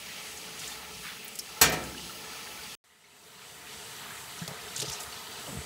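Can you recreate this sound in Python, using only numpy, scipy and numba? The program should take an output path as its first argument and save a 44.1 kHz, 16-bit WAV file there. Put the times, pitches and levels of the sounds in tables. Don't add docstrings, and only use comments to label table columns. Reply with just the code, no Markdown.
import sys
import numpy as np
from scipy import signal
from scipy.fft import rfft, irfft, next_fast_len
from scipy.io import wavfile
from scipy.ndimage import uniform_filter1d
from numba import njit

SR = 44100
rng = np.random.default_rng(int(sys.argv[2]) if len(sys.argv) > 2 else 0)


def dump_mix(stems):
    frames = np.atleast_2d(stems).T
    limited = np.clip(frames, -1, 1)
    pcm = np.round(limited * 32767).astype(np.int16)
    wavfile.write(sys.argv[1], SR, pcm)


N = 249385


def undb(db):
    return 10 ** (np.asarray(db) / 20)


def unit(x):
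    return x / np.sqrt(np.mean(x ** 2))


def on_log(hz, table, axis=1):
    table = np.array(table, float)
    return np.interp(np.log(hz), np.log(table[:, 0]), table[:, axis])


def band(length, hz, octaves):
    f = np.fft.rfftfreq(length, 1 / SR) + 1
    bell = np.exp(-2 * (np.log2(f / hz) / octaves) ** 2)
    return unit(irfft(rfft(rng.standard_normal(length)) * bell, length))


def walk(rate_hz, size=N):
    k = int(SR / rate_hz)
    steps = np.repeat(rng.standard_normal(size // k + 1), k)
    return 1.45 * uniform_filter1d(steps, k)[:size]


def add(out, at_s, x):
    i = int(at_s * SR)
    out[i:i + len(x)] += x[:len(out) - i]


@njit
def grains(start, hz, cycles, glide, size, length):
    out = np.zeros(length)
    for g in range(len(start)):
        n = int(5 * cycles[g] * SR / hz[g])
        phase = 0.
        for j in range(min(n, length - start[g])):
            phase += 2 * np.pi * hz[g] / SR * (1 + glide * j / n)
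            out[start[g] + j] += size[g] * np.exp(-5 * j / n) * np.sin(phase)
    return out


def stream(colour, resonances, flicker_db):
    size = next_fast_len(N)
    f = np.fft.rfftfreq(size, 1 / SR) + 1
    ripple_db = 1.3 * walk(130)[:len(f)] * np.clip(f / 800, 0, 1)
    hiss = rfft(rng.standard_normal(size)) * undb(on_log(f, colour) + ripple_db)
    lift_db = sum(lift / (1 + (2 * (f - hz) / width) ** 2) for hz, width, lift in resonances)
    ringing = hiss * (undb(lift_db) - 1)
    ring_wander_db = 3.5
    out = 0
    for octave in range(6, 15):
        share = np.clip(1 - abs(np.clip(np.log2(f), 6, 14) - octave), 0, 1)
        plain, rung = irfft(np.array([hiss, ringing]) * share, size)[:, :N]
        wavering = plain + rung * undb(ring_wander_db * walk(4.6))
        out = out + wavering * undb(flicker_db * walk(9))
    return unit(out)


def bubbles(per_s=700):
    when, spread, length, loud = rng.random((int(per_s * N / SR), 4)).T
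    hz = np.clip(3300 * 2 ** (2.317 * (spread + length - 1)), 200, 12000)
    size = undb(-2.5 * np.log(1 - loud))
    return unit(grains((when * N).astype(np.int64), hz, 0.86 + 10.8 * length, 0.047, size, N))


def basin(x):
    t60_s, echo_db = 0.12, 8.5
    t = np.arange(SR // 5) / SR
    echo = rng.standard_normal(len(t)) * undb(-60 * t / t60_s)
    echo *= undb(echo_db) / np.sqrt(np.sum(echo ** 2))
    echo[0] = 1
    return unit(signal.fftconvolve(x, echo)[:N])


def tick(hz, octaves):
    t = np.arange(2 ** 12) / SR
    crack = 3 * np.exp(-t * hz * octaves / 3) * np.sin(2 * np.pi * hz * t)
    t60_s = 0.063 / (1 + 0.52 * octaves)
    tail = undb(-60 * t / t60_s) * (1 - np.exp(-t / 0.0004)) * band(len(t), hz, octaves)
    return crack + tail


def stray_droplets():
    per_s, top_db, middle_hz = 9, -6, 2980
    out = np.zeros(N)
    for at, pitch, drop in rng.random((int(per_s * N / SR), 3)):
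        hz = middle_hz * 2 ** (2.2 * (pitch - .5))
        add(out, at * N / SR, undb(top_db - 6 * drop) * tick(hz, 0.35))
    return out


# f/Hz, level/dB per Hz
STREAM_A = [(18, -48.5), (30, -38), (53, -11), (100, -11), (199, -3.5), (354, -10), (425, -9), (582, -7.5),
            (737, -3), (1540, -12.5), (2340, -5.5), (4630, -8), (11300, -14.5), (14700, -17), (15900, -13)]
STREAM_B = [(18, -52), (30, -42), (69, -5.5), (124, -3.5), (354, -6.5), (414, -2.5), (582, -7.5),
            (700, -3.5), (798, -4.5), (1250, -5.5), (2600, -8.5), (3380, -4), (5010, -8.5), (7830, -8.5),
            (15900, -16.5)]
# f/Hz, width/Hz, lift/dB
RESONANCES_A = [(66, 23, 12.5), (171, 56, 3.5), (434, 31, 9.5), (854, 36, 6.5), (1320, 95, 6.5),
                (1765, 77, 7), (2324, 120, 1.5), (2750, 120, 0.5), (3320, 60, 4), (3800, 100, 1),
                (4700, 380, 2), (5760, 130, 2.5), (6530, 150, 6), (8000, 140, 5.5), (9460, 70, 4.5),
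                (10130, 150, 7), (12600, 200, -3.5), (14800, 160, 6)]
RESONANCES_B = [(71, 21, 3.7), (164, 86, 5.1), (420, 48, 6.4), (716, 38, 6.6), (893, 50, 5.9),
                (1260, 96, 7.7), (1560, 27, 0.71), (1980, 250, 4.3), (3010, 27, 0.49), (3530, 40, 2),
                (4620, 130, 5), (7880, 290, 4.2), (9700, 60, 1.6), (9900, 50, 2.2), (12600, 160, 1.7)]
# level/dB, bubbles against hiss/dB
FLOW = [(-43, -8), (-44, -6)]


def water():
    cut_s, back_s = 2.751, 2.84
    fade_s, fade_from_db, fade_bend = 1, -23, 1.5
    swell_db, gurgle_db = 1, -0.5
    t = np.arange(N) / SR
    air = basin(bubbles()) * undb(gurgle_db * walk(3))
    stray = stray_droplets()
    fade_left = np.clip(1 - (t - back_s) / fade_s, 0, 1)
    fade_in = (t > back_s) * undb(fade_from_db * fade_left ** fade_bend)
    places = zip(FLOW, (STREAM_A, STREAM_B), (RESONANCES_A, RESONANCES_B), (t < cut_s, fade_in))
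    out = 0
    for (db, air_db), colour, resonances, heard in places:
        sound = stream(colour, resonances, flicker_db=1.26) + undb(air_db) * air + stray
        out = out + heard * undb(db + swell_db * walk(2.31)) * sound
    return out


def spatter(length, hz, octaves, per_s=500):
    when, spread, ring = rng.random((int(per_s * length / SR) + 2, 3)).T
    pitch_hz = np.clip(hz * 2 ** (octaves * (spread - .5)), 60, 15000)
    start = (when * length * .9).astype(np.int64)
    drops = grains(start, pitch_hz, 5. + 6. * ring, .1, undb(-3. * np.log(1 - ring)), length)
    return 0.47 * unit(drops) + 0.68 * band(length, hz, octaves)


# t/s, length/s, level/dB, centre f/Hz, width/octaves
SWISHES = [(0.049, 0.39, -48.5, 2410, 1.05), (0.363, 0.23, -49, 4500, 1.5), (.582, .22, -42, 4680, 1.75),
           (1.028, .18, -40.5, 2180, 1.82), (1.219, .08, -48, 2470, 0.91), (2.017, 0.19, -59, 2780, 1.5),
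           (3.992, 0.31, -46.5, 1970, 1.9), (4.478, 0.1, -43.5, 764, 1.44), (4.76, 0.086, -40, 4460, 1.6),
           (4.813, .06, -41.5, 492, 1.77), (4.831, .2, -41.5, 4470, 1.55), (4.88, 0.035, -39.5, 5560, 0.45),
           (4.914, 0.058, -36.5, 6460, 0.73), (4.994, 0.068, -40.5, 7300, 1.3),
           (5.474, .06, -44.5, 456, 2.3), (5.5, .14, -44, 159, 2.17)]


def swishes():
    out = np.zeros(N)
    for at_s, length_s, db, hz, octaves in SWISHES:
        n = 2 * int(length_s * SR / 2)
        shape = np.sin(np.pi * np.linspace(0, 1, n) ** 0.5)
        add(out, at_s, undb(db) * shape * spatter(n, hz, octaves))
    return out


# t/s, level/dB, centre f/Hz,
# width/octaves
TICKS = [(.374, -41.5, 6670, 0.44), (.594, -37.5, 7000, .9), (.677, -37, 7200, .4), (1.246, -39, 15100, .3),
         (1.280, -37.5, 9700, 1.1), (1.355, -35, 8000, 1.5), (1.3895, -28.5, 8500, 1.5),
         (1.394, -32, 5500, 0.41), (1.697, -35, 14500, 0.48), (1.839, -41, 7240, 0.56),
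         (4.390, -43.5, 5700, .45), (4.478, -31, 5000, 2.3), (4.479, -40.5, 700, 2),
         (4.7625, -31, 7100, 0.7), (4.766, -36, 5340, .7), (4.778, -31, 7000, 1.5), (4.793, -35, 7100, .5),
         (4.8, -35, 3770, 0.44), (4.8008, -28.5, 7300, 0.92), (4.806, -36, 5570, 0.5),
         (4.8175, -29, 4570, 2.2), (4.821, -29.5, 4470, 1.7), (4.826, -29.5, 4640, 1.5),
         (4.86, -38, 5570, 1.1), (4.898, -31, 5320, 2.3), (5.004, -38, 7800, 0.71), (5.032, -43, 11000, .5),
         (5.479, -45, 600, 1.8)]


def ticks():
    out = np.zeros(N)
    for at_s, db, hz, octaves in TICKS:
        add(out, at_s, undb(db) * tick(hz, octaves))
    return out


# f/Hz, level/dB, t60/s
WALL = [(73.6, 2.5, 0.11), (139.3, 1, 0.099), (166.7, -1.5, 0.09), (200, -2, .07), (271, 2, 0.053),
        (430, 1, 0.19)]
# t/s, strength/dB, favoured f/Hz
THUMPS = [(1.05, -38.5, 172), (4.415, -22, 167), (4.479, -26, 126), (4.509, -30, 155), (4.784, -33, 147),
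          (4.82, -28, 148), (4.826, -37.5, 420), (4.875, -27, 150), (4.886, -32, 80), (5.483, -34, 140),
          (5.522, -28, 160), (5.549, -24, 185), (5.566, -23.5, 149), (5.572, -27, 71), (5.585, -32, 250)]


def thumps():
    spread_octaves = 0.22
    out = np.zeros(N)
    t = np.arange(2 ** 13) / SR
    rings = []
    for hz, db, t60_s in WALL:
        push = 1 - np.exp(-(t * hz * 1.12) ** 2)
        rings.append(undb(db - 60 * t / t60_s) * push * np.sin(2 * np.pi * hz * t))
    rings = np.array(rings)
    wall_hz = np.array(WALL)[:, 0]
    for at_s, db, hz in THUMPS:
        speaks = np.exp(-2 * (np.log2(wall_hz / hz) / spread_octaves) ** 2)
        add(out, at_s, undb(db) * speaks @ rings)
    return out


# t/s, strength/dB, treble loss/dB per octave above 1 kHz, rise constant/s
KNOCKS = [(1.613, 0, 0, 0.0016), (1.72, -12, 2, 0.0045)]
# f/Hz, level before metal_db/dB, t60/s
METAL = [(64.6, -23.5, 1.7), (84, -21, 0.46), (157.7, -16, 0.59), (273, -25, 0.63), (447, -16, 0.42),
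         (526, -21, 0.45), (611, -20.5, 0.3), (737, -18.5, 0.64), (936, -15, 0.41), (1127, -20, 0.41),
         (1296, -19, 0.41), (1580, -12.5, 0.45), (1830, -8, 0.36), (1890, -20, 0.36), (2360, -12, 0.49),
         (2412, -18, 0.4), (2530, -14.5, 0.35), (3500, -13.5, 0.15), (4329, -5.5, 0.15), (5630, -9.5, 0.21),
         (5860, -16.5, 0.24), (6200, -4, 0.12), (7600, -25, .16), (6780, -7.5, 0.21), (7800, -8.5, .15),
         (10600, -17, 0.2), (12700, 1.5, 0.085), (12950, -7, .05), (14950, -15, .12)]
# f/Hz, level per noise band/dB, t60/s
CLATTER = [(60, -56, .9), (150, -43, 1.8), (400, -36.5, 1.02), (1000, -28.5, 0.32), (1985, -27, 0.46),
           (3980, -24.5, 0.32), (6960, -20.5, 0.21), (12500, -20, 0.11), (15600, -17, .11)]


def knock():
    metal_db = -15.5
    out = np.zeros(N)
    t = np.arange(2 ** 15) / SR
    for at_s, strength_db, loss_db, rise_s in KNOCKS:
        def dull_db(hz):
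            return -loss_db * max(np.log2(hz / 1000), 0)

        ring = 0
        for hz, db, t60_s in METAL:
            beat_db = 1.95 * min(hz / 300, 1) * walk(44, size=len(t))
            level_db = metal_db + db + dull_db(hz) - 60 * t / t60_s + beat_db
            ring = ring + undb(level_db) * np.sin(2 * np.pi * (hz * t + rng.random()))
        clatter = 0
        for hz in 60 * 2 ** np.arange(0, 8.2, 1 / 2):
            decay_db = -60 * t / on_log(hz, CLATTER, axis=2)
            level_db = on_log(hz, CLATTER) + dull_db(hz) + decay_db
            clatter = clatter + undb(level_db) * band(len(t), hz, 0.48)
        shape = (1 - np.exp(-t / rise_s)) * (1 - (t / t[-1]) ** 8)
        add(out, at_s, undb(strength_db) * shape * (ring + clatter))
    return out


def scene():
    mono = water() + swishes() + ticks() + thumps() + knock()
    return np.array([mono, mono])


def record(dry):
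    bass_hz, top_hz = 42, 15720
    thin = signal.sosfilt(signal.butter(2, bass_hz, "high", fs=SR, output="sos"), dry)
    return signal.sosfilt(signal.ellip(14, .2, 80, top_hz, fs=SR, output="sos"), thin)


dry = scene()
out = record(dry)
dump_mix(out)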